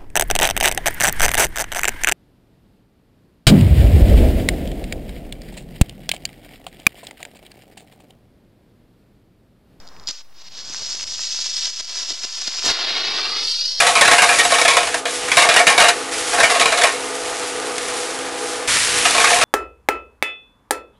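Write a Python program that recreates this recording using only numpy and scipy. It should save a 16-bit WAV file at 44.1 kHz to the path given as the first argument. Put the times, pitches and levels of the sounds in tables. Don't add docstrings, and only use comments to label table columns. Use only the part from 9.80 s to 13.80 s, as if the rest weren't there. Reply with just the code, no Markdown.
import sys
import numpy as np
from scipy import signal
from scipy.io import wavfile
from scipy.ndimage import uniform_filter1d, minimum_filter1d, map_coordinates

SR = 44100
rng = np.random.default_rng(int(sys.argv[2]) if len(sys.argv) > 2 else 0)


def dump_mix(stems):
    frames = np.atleast_2d(stems).T
    limited = np.clip(frames, -1, 1)
    pcm = np.round(limited * 32767).astype(np.int16)
    wavfile.write(sys.argv[1], SR, pcm)


def gain_from_db(level_db):
    decades = np.asarray(level_db, float) / 20
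    return 10 ** decades


N = 176400


def rms_one(x):
    return x / np.sqrt(np.mean(x ** 2) + 1e-20)


def noise():
    return rng.standard_normal(N)


def in_time(rows):
    s, *columns = np.transpose(rows)
    return [np.interp(np.arange(N) / SR, s, c) for c in columns]


def cut(x, hz, kind, order=2):
    return signal.sosfilt(signal.butter(order, hz, kind, fs=SR, output="sos"), x)


def drift(rate):
    r = np.exp(-80 * np.pi * rate / SR)
    slow = signal.lfilter([1], [1, -2 * r, r * r], rng.standard_normal(N // 40 + 2002))[2000:]
    return np.interp(np.arange(N) / 40, np.arange(len(slow)), rms_one(slow))


def ring(clicks, hz, t60):
    r, w = gain_from_db(-60 / (t60 * SR)), 2 * np.pi * hz / SR
    return signal.lfilter([0, np.sin(w)], [1, -2 * r * np.cos(w), r * r], clicks + 1e-18)


def late(x, seconds):
    return map_coordinates(x, [np.arange(N) - seconds * SR + np.zeros(N)], order=3, mode="nearest")


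def banded(spectrum, patchy_db, grain=0, unit_hz=1, focus=1, count=3):
    out, power = 0, 0
    edges = 22 * 2 ** np.arange(0, 9.6, 1 / count)
    white = rng.standard_normal((2, N)) + grain
    hzs, dbs = np.transpose(spectrum)
    for k, (low, high) in enumerate(zip(edges, edges[1:])):
        place = np.log(np.sqrt(low * high) / unit_hz)
        db = focus * np.interp(place, np.log(hzs), dbs, left=-90, right=-90)
        if np.max(db) > -70:
            power = power + gain_from_db(2 * db) * (high - low) / SR * 2
            band = cut(white[k % 2], [low, high], "band", order=3)
            out = out + gain_from_db(db + patchy_db * drift(7.7)) * band
    return out / np.sqrt(power)


# time_s, jet_level_db, roar_re_jet_db, jet_peak_hz
BURN = [(.53, -65.5, 0, 5040), (0.569, -51.5, -8, 4940), (.75, -34, -12.5, 4970), (.95, -35, -14.5, 5370),
        (1.199, -25.5, -18, 5350), (1.45, -26, -22.5, 5280), (1.85, -23.5, -22, 5190),
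        (2.1, -27, -16.5, 5210), (2.55, -33, -16, 5170), (2.81, -25, -14, 5120), (2.86, -16.5, -8, 5220),
        (2.895, -12.5, -5.5, 4670), (2.941, -23.5, -4.5, 4470), (3.1, -22.5, -7, 4110),
        (3.4, -25, -4, 4470), (3.621, -24, -11.5, 4690), (3.72, -24.5, -27, 4675), (4.0, -25.5, -21, 4840)]
# time_s, level_db
STRIKE = [
    (.25, -62),
    (.268, -52),
    (.285, -29),
    (.287, -22),
    (.297, -30),
    (.311, -28.5),
    (.316, -39.5),
    (.414, -42.5),
    (.426, -61),
]
# multiple_of_peak, level_db_per_hz
JET = [(.12, -34), (.45, -14.5), (.72, -5), (1, 2.5), (1.25, -5), (1.55, -20), (2.2, -44.5), (3.2, -70)]
# pitch_hz, level_db_per_hz
ROAR = [(80, -44), (180, -19), (350, -4), (1000, 1.5), (2500, 1.5), (4000, 0.5), (6000, -16),
        (11000, -33.5)]
# time_s, focus_factor
FOCUS = [
    (0, 1.08),
    (2.8, 0.87),
    (3, 0.86),
    (3.4, 1.2),
    (3.7, 1.5),
    (4, 1.74),
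]


def flare():
    sparks_per_s, spark_db, spark_spread_db = 250, -16, 1.5
    jet_db, roar_db, peak_hz = in_time([(0.36, -63.5, -7, 5250)] + BURN)
    strike_db, = in_time(STRIKE + [(.58, -104)])
    focus, = in_time(FOCUS)
    swing, thumps = chuffing()
    flicker = 1.0 * drift(16.3) + 0.79 * drift(29) + 1.0 * drift(270)
    level = gain_from_db(jet_db + swing + flicker)

    sizes = gain_from_db(spark_spread_db * np.minimum(rng.exponential(1, N), 4)) * rng.choice([-1, 1], N)
    sparks = gain_from_db(spark_db) * rms_one(sizes * (rng.random(N) < sparks_per_s / SR))
    jet = banded(JET, patchy_db=1.0, grain=sparks, unit_hz=peak_hz, focus=focus, count=5)
    roar = banded(ROAR, patchy_db=1.0, grain=4.86 * sparks)

    hiss = (level + gain_from_db(strike_db)) * jet
    body = (level * gain_from_db(roar_db + 0.24 * swing) + gain_from_db(strike_db - 11.5)) * roar
    return hiss + body + thumps + bright_edge(level, jet_db)


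# end_s, build_up_s, rise_db, choke_db, thump_db
CHUFFS = [(.298, 0.016, 3, 7, -38), (.625, 0.1, 0.5, 6.5, -72), (0.688, 0.072, 5.5, 4, -73),
          (.955, 0.057, 4, -3.5, -57), (1.03, 0.032, 1, 0, -40.5), (1.156, 0.014, 3, 2.5, -62),
          (1.24, 0.039, 0, 7, -71), (1.67, 0.031, 1.5, 2, -59), (1.882, 0.013, -0.5, 5, -49),
          (2.013, 0.032, 5, 8, -48.5), (2.239, 0.1, 2.5, 0, -56), (2.326, 0.047, 5.5, 2, -43),
          (2.454, 0.035, 7, -1, -44), (2.625, 0.084, 3.5, -1.5, -79), (2.667, 0.0088, 0.5, 0, -62),
          (2.684, 0.017, 4.5, 1.5, -35), (2.799, 0.017, -0.5, 2.5, -39), (2.915, 0.091, 2.5, 2, -25),
          (3.752, 0.1, 2.5, -1, -61), (3.77, 0.0076, 2, 1.5, -75), (3.864, 0.12, 2, 1, -82),
          (1.905, 0.01, 3.5, 1, -44), (3.638, 0.078, 1, 0, -72)]


def chuffing():
    recover_s, thump_hz = 0.099, 246
    t, swing, puff = np.arange(N) / SR, np.zeros(N), np.zeros(N)
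    for end, build, rise_db, choke_db, thump_db in CHUFFS:
        swell = np.clip(1 + (t - end) / build, 0, 1) * (t < end)
        recovery = np.exp(-(np.maximum(t - end, 0) / recover_s) ** 2)
        swing += rise_db * np.minimum(2 * swell, 1) - choke_db * (t >= end) * recovery
        puff += gain_from_db(thump_db) * swell ** 1.55
    low = rms_one(cut(cut(noise(), thump_hz, "low", order=1), 27, "high"))
    return uniform_filter1d(swing, size=180), uniform_filter1d(puff, size=100) * low


# time_s, level_re_jet_db
AIR = [
    (0, -50),
    (2.82, -63),
    (2.86, -0.5),
    (2.91, -4.5),
    (2.95, -31),
    (3.25, -21),
    (3.5, -11.5),
    (3.85, -12),
    (4, -12),
]


def bright_edge(level, jet_db):
    edge = cut(cut(noise(), 7200, "high"), 8450, "low", order=5)
    edge_level = level * gain_from_db(in_time(AIR)[0] + 2.2 * drift(14))
    glare_level = gain_from_db(jet_db - 30.5) * np.clip((jet_db + 24.0) / 3, 0, 1) ** 2
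    return edge_level * edge + glare_level * cut(noise(), 9500, "high")


# crest_s, peak_db, pitch_hz
POPS = [(0.166, -28.5, 2500), (.2862, -31, 11000), (0.2868, -24, 1090), (0.312, -31.5, 700),
        (0.4117, -37, 1300), (0.7862, -21.5, 2140), (0.901, -28, 312), (.946, -16, 1780),
        (.9462, -11, 4930), (1.0232, -23, 560), (1.1472, -27, 590), (1.1982, -19.5, 2400),
        (1.2108, -18, 2200), (1.2108, -15, 4960), (1.2297, -12, 4930), (1.239, -26, 1800),
        (1.241, -10, 4730), (1.26, -31, 1110), (1.2757, -15, 4000), (1.2873, -20, 4500),
        (1.3224, -26, 1510), (1.3602, -32, 1800), (1.3934, -18, 1540), (1.5467, -22, 1800),
        (1.5513, -12, 5000), (1.5907, -22.5, 1090), (1.6622, -21.5, 1100), (1.6873, -37, 600),
        (1.8707, -25, 1800), (1.8756, -23, 1400), (1.9034, -27, 1230), (1.9033, -15, 4940),
        (2.0015, -20, 1810), (2.0065, -31, 600), (2.11, -28.5, 1100), (2.2243, -38, 550),
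        (2.239, -23, 5000), (2.2858, -41, 550), (2.3074, -22, 530), (2.3288, -29, 495),
        (2.3764, -18.5, 4960), (2.4077, -34.5, 600), (2.4405, -22, 1790), (2.4487, -23.5, 520),
        (2.4912, -25, 1800), (2.578, -30, 915), (2.6205, -20, 2180), (2.679, -19.5, 1510),
        (2.6805, -22.5, 404), (2.7103, -26, 1500), (2.7236, -23, 1800), (2.7405, -14, 3500),
        (2.7557, -26, 1800), (2.7952, -27, 1100), (2.794, 2, 4830), (2.825, -15, 1800), (2.8434, -18, 550),
        (2.8643, -13, 550), (2.889, -5, 1000), (3.1706, -32, 1800)]


def pops():
    ring_cycles, tilt_db_per_octave = 3.7, 1
    out = np.zeros(N)
    for s, db, hz in POPS:
        one = np.zeros(1500)
        start = int((s - .8 / hz) * SR)
        one[0] = gain_from_db(db + tilt_db_per_octave * np.log2(hz / 1000))
        pop = cut(ring(one, hz, ring_cycles / hz), [0.4 * hz, 1.58 * hz], "band", order=3)
        out[start:start + len(one)] += 0.98 * pop
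    return out


# time_s, peak_db
TICKS = [(.002, -32), (.022, -41), (.05, -46), (.062, -48), (0.071, -31.5), (.076, -25.5), (.088, -28),
         (0.096, -48), (.165, -37), (0.198, -27.5), (.231, -37), (.238, -31), (.26, -36), (.269, -31),
         (.2714, -23), (0.2734, -11), (0.2732, -13), (0.2783, -21), (0.279, -12), (0.2786, -12),
         (0.282, -22), (0.2874, -11), (0.287, -18), (.291, -12), (.299, -20), (.3038, -23), (.3063, -30),
         (0.3096, -11.5), (.313, -26)]


def cap_ticks():
    clicks = np.zeros(N)
    for s, db in TICKS:
        clicks[int(s * SR)] = gain_from_db(db)
    shell = 0.77 * ring(clicks, 4880, 0.0044) + 0.23 * ring(clicks, 4100, 0.0027) + 0.3 * ring(clicks, 6700, 0.0041)
    return 1.14 * cut(shell, [3300, 6800], "band", order=3) + .012 * cut(clicks, 7000, "high")


# time_s, level_db
FLUTTER = [
    (0, -100),
    (2.93, -100),
    (3.0, -54),
    (3.25, -45),
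    (3.45, -50),
    (3.6, -45.5),
    (3.68, -51.5),
    (3.73, -72),
    (4, -82),
]


def flutter():
    level_db, = in_time(FLUTTER)
    low = cut(noise(), [121, 487], "band")
    return gain_from_db(level_db + 2.7 * drift(24)) * rms_one(low)


# time_s, delay_ms, strength_db
NEAR = [
    (0, 1.8, -53),
    (3.2, 1.33, -42.5),
    (3.5, 1.28, -15),
    (3.7, 1.17, -21),
    (3.8, 0.93, -9),
    (3.89, 0.8, -11.5),
    (4, 0.78, -7),
]


def figure_echo(sound):
    delay_ms, level_db = in_time(NEAR)
    return -gain_from_db(level_db) * late(cut(sound, 6500, "low"), delay_ms / 1000)


# time_s, delay_ms, strength_db
ECHO = [(0, 2.9, -14), (.7, 3.8, -14), (.9, 3.4, -14), (1.1, 2.9, -21), (1.3, 3.17, -9), (1.55, 2.96, -9.5),
        (2.1, 3, -6.5), (2.65, 2.85, -11), (3.1, 2.9, -13.5), (3.25, 2.66, -7.5), (3.5, 2.505, -5.5),
        (3.65, 2.26, -4), (3.75, 2.14, -6.5), (3.81, 2.1, -6.5), (4, 1.84, -10)]


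def ground_echo(sound):
    delay_ms, level_db = in_time(ECHO)
    return gain_from_db(level_db) * late(cut(sound, 7400, "low", order=1), delay_ms / 1000)


def port_difference(direct, echo, diffuse):
    direct_lag_us, echo_lag_us, port_cut_hz = 18.8, 11, 2340
    slope = np.gradient(direct_lag_us * direct + echo_lag_us * echo) * SR * 5e-7
    return cut(cut(diffuse - slope, port_cut_hz, "high")[::-1], port_cut_hz, "high")[::-1]


# pitch_hz, level_db_per_hz
YARD = [(22, -3), (60, -2), (150, -8), (400, -11.5), (1000, -10), (1700, -16), (2400, -22), (9000, -39)]
# time_s, level_db
GAIN = [
    (0, -48.5),
    (.28, -47),
    (.31, -68),
    (.5, -58.5),
    (.8, -53.5),
    (1.4, -53),
    (1.7, -58.5),
    (2.6, -73),
    (4, -70),
]


def yard():
    gain_db, = in_time(GAIN)
    return gain_from_db(gain_db + 1.6 * drift(7.1)) * banded(YARD, patchy_db=0.8, count=2)


def scene():
    burning = flare()
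    diffuse = gain_from_db(-22) * cut(np.roll(burning, 480) - np.roll(burning, 750), 7200, "high")
    sound = burning + cap_ticks() + pops() + flutter()
    sound = sound + figure_echo(sound)
    echo = ground_echo(sound)
    side = port_difference(sound, echo, diffuse)
    return gain_from_db(-0.5) * (sound + echo + side * [[1], [-1]]) + yard()


def low_pass(x):
    return signal.sosfilt(signal.butter(12, 15970, fs=SR, output="sos"), x)


def record(dry):
    ceiling, self_noise_db, alike = .41, -63, 0.14
    peak = uniform_filter1d(-minimum_filter1d(-np.abs(dry).max(axis=0), size=80), size=80)
    x = dry / (1 + (peak / ceiling) ** 8) ** .125
    hiss = rng.standard_normal((3, N))
    self_noise = np.sqrt(alike) * hiss[2] + np.sqrt(1 - alike) * hiss[:2]
    x = x + gain_from_db(self_noise_db) * cut(self_noise, 3600, "high")
    x = signal.sosfilt(signal.ellip(12, .5, 70, 15850, fs=SR, output="sos"), x)
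    return low_pass(x - 0.012)


dry = scene()
out = record(dry)
dump_mix(out)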